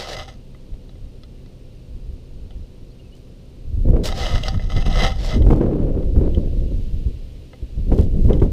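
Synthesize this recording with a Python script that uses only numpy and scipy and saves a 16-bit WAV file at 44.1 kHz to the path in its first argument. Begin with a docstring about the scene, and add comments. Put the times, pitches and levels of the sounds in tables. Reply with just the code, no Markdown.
"""In garden grass, a camera is shifted by hand: fingers rub, slide and tick on its ringing plastic case,
and the ticks carry brief metallic pings. From the moment it is moved, gusts buffet the microphone
with rumble, roar and thumping eddies, and dry blades brush past. Behind it all sit a soft garden hiss,
a distant motor hum, a far bird and a thin, high whine."""
import sys
import numpy as np
from scipy import signal
from scipy.fft import rfft, irfft
from scipy.io import wavfile
from scipy.ndimage import uniform_filter1d, minimum_filter1d

SR = 44100
rng = np.random.default_rng(int(sys.argv[2]) if len(sys.argv) > 2 else 0)


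def to_wav(s):
    """Save 16-bit WAV."""
    ch = np.atleast_2d(s).T  # columns
    pcm = np.round(np.clip(ch, -1, 1) * 32767)  # PCM
    wavfile.write(sys.argv[1], SR, pcm.astype(np.int16))


N = 375732
T = np.arange(N) / SR

# Table levels are relative, ahead of each layer's gains. Rise and fall times span 20 dB.
# resonances of the plastic case (frequency [Hz], width [Hz], level [dB])
CASE_MODES = [(341, 65, -12.5), (508, 89, -2.5), (619, 43, 0.5), (700, 63, -2.5), (774.6, 22, 2.5),
              (1010, 910, -15.5), (1275, 97, -6), (1425, 32, -15), (1844, 290, -13.5), (2033, 103, -4),
              (2680, 250, -16.5), (2944, 140, -10.5), (3190, 450, -13), (3440, 65, -11), (3860, 600, -14),
              (4940, 340, -14), (5540, 390, -19), (6300, 420, -20), (7940, 1100, -31.5), (10700, 1800, -38),
              (13500, 1800, -45)]
# rough finger rubs (time at full force [s], hold [s], rise [s], fall [s], level [dB])
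FINGER_RUBS = [(0, 0.11, .02, .05, -40), (.125, 0.1, .04, 0.044, -37.5),
               (.28, 0.0069, 0.0087, 0.067, -44.5), (4.085, .043, 0.04, .02, -37.5),
               (4.225, 0.13, .11, 0.1, -33), (4.44, 0.04, 0.024, 0.068, -36.5),
               (4.52, 0.036, .02, 0.027, -48), (4.6, 0.039, 0.023, 0.12, -48),
               (4.703, .022, 0.023, 0.04, -39.5), (4.762, 0.012, 0.019, 0.076, -32.5),
               (4.862, 0.0076, 0.013, 0.061, -34), (5.02, 0.03, 0.13, 0.1, -22.5),
               (5.32, 0.028, .07, 0.046, -33)]
# smooth slides (time at full speed [s], hold [s], rise [s], fall [s], level [dB], sheen lift [dB])
FINGER_SLIDES = [(0, 0.02, .01, 0.06, -32, -2), (0.089, 0.057, .025, 0.019, -33, -1),
                 (4.036, 0.043, .002, 0.043, -31.5, 8), (4.177, 0.043, 0.057, 0.26, -32.5, 1),
                 (5.198, 0.04, 0.031, 0.082, -37.5, -3), (5.255, 0.018, 0.069, 0.06, -39, 7),
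                 (5.29, 0.012, .05, 0.031, -31, -7)]
# tone of a slide (frequency [Hz], level [dB])
SLIDE_EQ = [(300, -5), (550, 6.5), (1000, -9.5), (1500, -11), (2000, -6.5), (2350, -13), (2900, -6.5),
            (4000, -5.5), (5500, -9), (6200, -16.5), (7200, -16.5), (8400, -23.5), (12500, -32),
            (15000, -31)]
# snaps and ticks (time [s], level [dB], click and ping lift [dB], click and ping pitch [Hz])
TICK_HITS = [(.195, -35, -2, 3400), (.547, -47, -17, 2780), (.74, -51, -13, 2900), (.893, -48, -8, 3900),
             (.954, -54, -15, 3300), (1.234, -48.5, 0, 4100), (1.46, -53, -6, 4410),
             (2.507, -47.5, -6.5, 3050), (4.077, -40, 7, 4730), (4.088, -27, -8.5, 3730),
             (4.124, -24.5, -12, 3810), (4.258, -36, 4.5, 2880), (4.357, -25, -10, 2840),
             (4.435, -36, 7.5, 2830), (4.465, -39, -2.5, 2970), (4.482, -22, -4, 4610),
             (4.543, -32, -18, 3440), (4.575, -40, -9, 3790), (4.595, -31, -21, 2960),
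             (4.699, -33.5, -12, 3620), (4.72, -33.5, -8, 3060), (4.823, -30.5, -10, 2650),
             (4.858, -34, -5, 2850), (4.927, -43.5, 10, 3780), (5.245, -29, -13, 5400),
             (5.421, -40.5, -4.5, 3120), (6.026, -45, -14, 2800), (6.347, -48.5, 6, 3060),
             (7.532, -38.5, -25, 2860), (7.988, -51, 5.5, 2680), (8.023, -40.5, -10, 3320),
             (8.331, -38.5, -2.5, 3020), (8.399, -50, -1, 3100)]
# airflow between gusts: light breeze, windy spell, lull, wind again (time [s], level [dB])
AIRFLOW = [(0, -39.5), (2.3, -40), (3.0, -43), (3.55, -43), (3.78, -15.5), (4.15, -23), (4.7, -20.5),
           (5.45, -21), (5.72, -20), (6.2, -17.5), (6.5, -20.5), (7.0, -22.5), (7.4, -36.5), (7.55, -49),
           (7.72, -35.5), (7.88, -16.5), (8.52, -18.5)]
# gusts swelling over that flow (peak time [s], length [s], level [dB])
GUST_SWELLS = [(0.194, 0.086, -35.5), (0.738, 0.065, -29), (1.028, 0.098, -32.5), (1.955, 0.084, -30.5),
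               (2.097, 0.097, -28), (2.413, 0.17, -32.5), (2.591, 0.068, -28), (2.833, 0.039, -34),
               (3.898, 0.027, -7.5), (4.349, 0.089, -16), (4.557, 0.045, -13), (4.775, 0.053, -13),
               (4.903, 0.052, -11), (5.01, 0.11, -15), (5.37, 0.065, -12), (5.477, 0.086, -10),
               (6.056, 0.059, -24), (6.181, 0.052, -8), (6.388, 0.037, -13), (6.595, 0.11, -18),
               (6.79, 0.059, -21), (6.945, 0.036, -19), (7.09, .05, -26.5), (7.766, 0.089, -28),
               (8.002, 0.021, -11), (8.192, 0.051, -12.5), (8.267, 0.072, -10.5), (8.414, 0.05, -11)]
# spells of fast turbulence (time at full speed [s], hold [s], rise [s], fall [s], level [dB])
TURBULENCE = [(3.77, .06, 0.16, .05, -52), (3.87, 0.077, 0.026, .08, -26), (3.955, 0.014, 0.055, .17, -21),
              (5.35, .1, 0.02, 0.11, -29), (5.53, .14, 0.21, 1.0, -20.5), (5.89, 0.12, .2, 0.05, -26.5),
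              (6.16, 0.1, 0.022, 0.09, -22.5), (6.38, .33, .05, 0.091, -35.5), (7.08, .01, .03, 0.23, -49),
              (7.922, 0.019, 0.057, 0.21, -23), (8.12, 0.18, 0.3, .1, -33),
              (8.303, 0.0061, 0.048, 0.19, -18.5), (8.42, .008, 0.046, 0.29, -25)]
# eddies landing on the microphone (time [s], thump level [dB], roar burst level [dB])
EDDIES = [(3.851, -17, -21), (3.931, -0.5, -16.5), (4.336, -8, -40), (4.522, -6, -39), (4.771, -15, -19),
          (5.399, -3, -32), (5.464, 1, -9), (5.5, -1, -9), (5.525, -1, -17), (5.609, -26, -12),
          (6.209, -7, -21), (6.275, -18, -19.5), (6.369, -4, -18.5), (6.715, -8.5, -22.5), (7.06, -2, -44),
          (7.622, -12, -33), (7.774, -6, -38), (7.916, -1.5, -12), (7.984, -3, -9.5), (8.247, -12, -20),
          (8.295, -23, -9.5), (8.417, -20, -9)]
# tone of the four wind layers, darkest first (frequency [Hz], level [dB])
RUMBLE_EQ = [(8, -17), (20, 2), (31, 3), (55, -5), (85, -7.5), (130, -21), (300, -89), (700, -82.5)]
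BUFFET_EQ = [(40, -2.5), (90, 1.5), (130, 0.5), (200, -4), (280, -11.5), (450, -22), (900, -47.5),
             (2000, -108)]
ROAR_EQ = [(120, 0.5), (280, 3), (400, 0.5), (520, -2.5), (700, -18.5), (1000, -45.5), (1600, -46),
           (3000, -47), (6000, -76), (15000, -66)]
SPUTTER_EQ = [(400, 7), (800, 14), (1300, 2), (2000, -7), (4000, -19.5), (7000, -31), (15000, -47)]
# blades brushing past (time at full level [s], hold [s], rise [s], fall [s], level [dB])
GRASS_BRUSHES = [(3.155, .02, .03, .12, -63), (5.46, 0.055, 0.045, 0.21, -55.5),
                 (7.925, 0.11, 0.045, 0.042, -55.5), (8.25, 0.12, .1, 0.052, -60),
                 (8.415, 0.011, 0.023, 0.069, -54)]
# tone of dry grass (frequency [Hz], level [dB])
GRASS_EQ = [(1200, -8), (2800, -1), (5000, -1), (7500, -6), (15000, -13)]
# tone of the low outdoor wash (frequency [Hz], level [dB])
WASH_EQ = [(29, -25), (50, -1.5), (124, -6.5), (299, -13), (506, -16), (724, -28.5), (1200, -36.5),
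           (2070, -45), (2820, -57.5), (4340, -40.5), (7160, -49), (8870, -58.5), (9530, -54.5),
           (12700, -56.5), (15000, -61.5)]
# fader ride on the far hiss of foliage and insects (time [s], level [dB])
FOLIAGE_RIDE = [(0, -63), (5.8, -63), (6.3, -58.5), (6.8, -57), (7.5, -59.5), (8.5, -59)]
# tone of that hiss (frequency [Hz], level [dB])
FOLIAGE_EQ = [(1200, -7), (2200, 1.5), (2800, 7), (3400, 3.5), (4000, 4.5), (5500, -2.5), (7500, -8.5),
              (15000, -14.5)]
# harmonics of the distant motor (frequency [Hz], level [dB])
MOTOR_HARMONICS = [(126.3, -49), (189.5, -59), (253.3, -57.5), (379, -64), (505, -64.5)]
# the far bird's phrase (time [s], length [s], start pitch [Hz], end pitch [Hz], level [dB])
BIRD_NOTES = [(2.883, .04, 4120, 4230, -62), (2.91, 0.032, 4620, 4760, -64), (2.99, .03, 2840, 2810, -64),
              (3.035, .05, 2780, 2490, -64), (3.11, .055, 2830, 3100, -64)]


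def case_ring(leak_db=-33, leak_hz=3500, size=4096):
    """Impulse response of the plastic case: its modes over a weak direct path."""
    hz = abs(np.fft.fftfreq(size, 1 / SR))
    modes = sum((amp(db) / (1 + (2 * (hz - f) / width) ** 2)) ** 2 for f, width, db in CASE_MODES)
    leak = amp(leak_db) ** 2 / (1 + (hz / leak_hz) ** 4)
    log_gain = np.log(modes + leak) / 2
    return np.fft.ifft(np.exp(np.conj(signal.hilbert(log_gain)))).real  # minimum phase: no pre-ring


def rubs(ring, body_db=2, treble_db=-10, grit_db=-7, firm_db=-35, catch_db=3, grip_db=1.35):
    """Skin catches and slips, and each tiny slip rings the case. A firmer rub is louder and duller."""
    slips = grains(per_s=4000, spread_db=0) * amp(catch_db * wander(150))
    hard_catches = grains(per_s=160, spread_db=1)
    scrape = steady(signal.oaconvolve(slips, ring)[:N], seconds=0.0087)
    scrape += amp(grit_db) * unit(signal.oaconvolve(hard_catches, ring)[:N])
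    top = highs(scrape, hz=4300)
    force = strokes(FINGER_RUBS) * amp(grip_db * wander(60) - firm_db)  # 1 for a firm rub
    body = amp(body_db) * unit(scrape - top) * force
    treble = amp(treble_db) * unit(top) * force ** 0.79
    return amp(firm_db) * (body + treble)


def slides(flutter_db=1.0, sheen_hz=6300):
    """Light slides make grains so fine they merge into hiss; each has its own amount of bright sheen."""
    hiss = colour(grains(per_s=12000, spread_db=3), SLIDE_EQ) * amp(flutter_db * wander(120))
    sheen = highs(hiss, sheen_hz)
    speed = strokes([(*timing, db) for *timing, db, _ in FINGER_SLIDES])
    sheen_gain = strokes([(*timing, db + lift_db) for *timing, db, lift_db in FINGER_SLIDES])
    return (hiss - sheen) * speed + sheen * sheen_gain


def ticks(ring, knock_db=22, click_db=24, ping_db=20, focus_db=12, scuff_t60=0.022, ping_t60=0.059):
    """Snaps and ticks: a low knock and bright click on the case, plus a brief metallic ping."""
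    out, t = np.zeros(N), np.arange(len(ring)) / SR
    hz = np.fft.rfftfreq(len(t), 1 / SR) + 1
    low_band = 1 / (1 + (hz / 2450) ** 8)  # crossover between knock and click
    for s, db, bright_db, pitch_hz in TICK_HITS:
        scuff = 0.21 * rng.standard_normal(len(t)) * amp(-60 * t / scuff_t60)
        snap = np.roll(scuff + (t == 0), 32)  # a short lead-in leaves room for the filters
        spectrum = rfft(snap) * rfft(ring)
        off_pitch = np.minimum((2 * np.log2(hz / pitch_hz)) ** 2, 1)
        focus = amp(-focus_db * off_pitch) * np.sqrt(hz / pitch_hz)
        knock = irfft(spectrum * low_band)
        click = irfft(spectrum * (1 - low_band) * focus)
        ping = np.sin(2 * np.pi * pitch_hz * t) * amp(-60 * t / ping_t60)
        add(out, s, amp(db + bright_db + ping_db) * ping / np.linalg.norm(ping))
        add(out, s, amp(db + knock_db) * knock / np.linalg.norm(knock))
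        add(out, s, amp(db + bright_db + click_db) * click / np.linalg.norm(click))
    return out


def wind(rumble_db=0.5, buffet_db=-28, churn_db=-4, roar_db=0.5, sputter_db=-44,
         gust_ref_db=-17, speed_ref_db=-22, burst_db=-3, burst_rise_s=0.0029, burst_t60=0.07):
    """Air rumbles, buffets and, at speed, roars and sputters; a faint distortion hiss is laid on top."""
    lumps = steady(amp(2 * wander(90)), seconds=0.023)
    flutter = amp(1.5 * wander(30))
    push = wind_pressure()
    speed = strokes(TURBULENCE) * flutter
    rumble = amp(rumble_db) * steady(noise(RUMBLE_EQ), seconds=0.09) * push
    shake = amp(buffet_db) * (push * flutter / amp(gust_ref_db)) ** 1.36
    buffet = steady(noise(BUFFET_EQ) * lumps, seconds=0.039) * np.hypot(shake, amp(churn_db) * speed)
    t = np.arange(SR // 4) / SR
    for s, _, db in EDDIES:  # the air speeds up abruptly as an eddy lands
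        add(speed, s, amp(db + burst_db - 60 * t / burst_t60) * np.minimum(t / burst_rise_s, 1))
    roar = amp(roar_db) * steady(noise(ROAR_EQ) * lumps, seconds=0.021) * speed
    crackle = colour(grains(per_s=1500, spread_db=0), SPUTTER_EQ)
    sputter = amp(sputter_db) * crackle * (speed * lumps / amp(speed_ref_db)) ** 1.83
    return rumble + buffet + roar + sputter + distortion_hiss(rumble + buffet)


def wind_pressure():
    """Strength of the wind: bell-shaped gusts over the underlying flow."""
    gust_power = sum(amp(db) ** 2 * np.exp(-(2 * (T - s) / length) ** 2) for s, length, db in GUST_SWELLS)
    return np.sqrt(ride(AIRFLOW) ** 2 + gust_power)


def distortion_hiss(lows, relative_db=-52):
    """Faint distortion hiss that swells with the loudest low rumbles."""
    return amp(relative_db) * rng.standard_normal(N) * abs(lows)


def thumps(gain_db=-5.5, eddy_hz=54, cycles=0.98, churn=0.43):
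    """Each eddy is a push and a pull of pressure with a little churning behind it."""
    out, t = np.zeros(N), np.arange(SR // 8) / SR
    age = t * eddy_hz / cycles
    lowpass = signal.butter(3, 2 * eddy_hz, fs=SR, output="sos")
    for s, db, _ in EDDIES:
        swirl = unit(signal.sosfilt(lowpass, rng.standard_normal(len(t))))
        eddy = age * np.exp(-2 * age) * (np.sin(2 * np.pi * eddy_hz * t) + churn * swirl)
        add(out, s, amp(db + gain_db) * eddy / abs(eddy).max())
    return out


def grass():
    """Dry blades catch on each other in tiny snaps."""
    return colour(grains(per_s=1800, spread_db=4.5), GRASS_EQ) * strokes(GRASS_BRUSHES)


def garden(wash_db=-45.5):
    """The ambience bed: a low outdoor wash under the far hiss of foliage and insects."""
    return amp(wash_db) * noise(WASH_EQ) + noise(FOLIAGE_EQ) * ride(FOLIAGE_RIDE)


def motor(waver_rad=0.15):
    """A distant motor hums, each harmonic wavering slightly in phase."""
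    return sum(amp(db) * np.sqrt(2) * np.sin(2 * np.pi * hz * T + waver_rad * wander(8.2))
               for hz, db in MOTOR_HARMONICS)


def bird(gain_db=-1, flicker_db=7):
    """A far bird's gliding whistles flicker on their way through the air."""
    out = np.zeros(N)
    for s, length, start_hz, end_hz, db in BIRD_NOTES:
        progress = np.arange(0, length, 1 / SR) / length
        turns = np.cumsum(start_hz + (end_hz - start_hz) * progress) / SR
        add(out, s, amp(db) * np.sin(np.pi * progress) * np.sin(2 * np.pi * turns))
    return out * amp(gain_db + flicker_db * wander(70))


def whine(db=-78, pitch_hz=8631, throb_hz=29.5):
    """A thin, high whine that throbs evenly."""
    return amp(db) * (1 + np.cos(2 * np.pi * throb_hz * T)) * np.sin(2 * np.pi * pitch_hz * T)


def amp(db):
    """Decibels to gain."""
    return 10 ** (np.asarray(db) / 20)


def unit(x):
    """Scales to rms 1."""
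    return x / np.sqrt(np.mean(x ** 2) + 1e-20)


def colour(x, eq):
    """Shapes x with an EQ curve of (frequency [Hz], level [dB]) points; rms 1."""
    f, db = np.transpose(eq)
    hz = np.fft.rfftfreq(N, 1 / SR)
    gain = amp(np.interp(np.log(hz + 1), np.log(f), db))
    return unit(irfft(rfft(x) * gain, N))


def noise(eq):
    """White noise through an EQ curve."""
    return colour(rng.standard_normal(N), eq)


def highs(x, hz):
    """The part of x above hz."""
    return signal.sosfiltfilt(signal.butter(3, hz, "high", fs=SR, output="sos"), x)


def grains(per_s, spread_db):
    """Random clicks of uneven size."""
    sizes = rng.standard_normal(N) * amp(spread_db * np.minimum(rng.exponential(1, N), 4))
    return unit(sizes * (rng.random(N) < per_s / SR))


def wander(per_s):
    """Random modulator of rms 1, gliding to per_s new values a second."""
    return unit(np.interp(T * per_s, np.arange(N // 16), rng.standard_normal(N // 16)))


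def steady(x, seconds):
    """Levels out swells slower than the given time."""
    size = max(int(seconds * SR), 2)
    power = uniform_filter1d(uniform_filter1d(x ** 2, size), size)
    return x / np.sqrt(abs(power) + 1e-9)


def ride(points):
    """Fader gain through (time [s], level [dB]) points."""
    return amp(np.interp(T, *np.transpose(points)))


def stroke(s, hold, rise, fall):
    """Envelope that reaches 1 at time s, holds and dies away, moving 20 dB per rise or fall time."""
    away = np.maximum((s - T) / abs(rise), 0) + np.maximum((T - s - hold) / abs(fall), 0)
    return amp(-20 * np.minimum(away, 10))


def strokes(rows):
    """Joint envelope of overlapping strokes: their powers add."""
    return np.sqrt(sum((amp(db) * stroke(*timing)) ** 2 for *timing, db in rows))


def add(mix, s, sound):
    """Drops a sound into the mix at time s."""
    part = mix[max(round(s * SR), 0):][:len(sound)]
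    part += sound[:len(part)]


def scene():
    """Mono mix: handling, grass and wind up close, the garden behind."""
    ring = case_ring()
    close = rubs(ring) + slides() + ticks(ring) + grass() + wind() + thumps()
    return (close + garden() + motor() + bird() + whine())[None]


def record(dry, ceiling=0.92, cutoff_hz=15350):
    """A smooth limiter holds the largest swings, then a steep low-pass trims the top."""
    needed_gain = np.minimum(1, ceiling / (abs(dry) + 1e-9))
    held_gain = minimum_filter1d(needed_gain, size=800)
    gain = uniform_filter1d(uniform_filter1d(held_gain, size=400), size=400)
    lowpass = signal.firwin(511, cutoff_hz, window=("kaiser", 9), fs=SR)
    return signal.oaconvolve(dry * gain, lowpass[None], "same")


dry = scene()
out = record(dry)
to_wav(out)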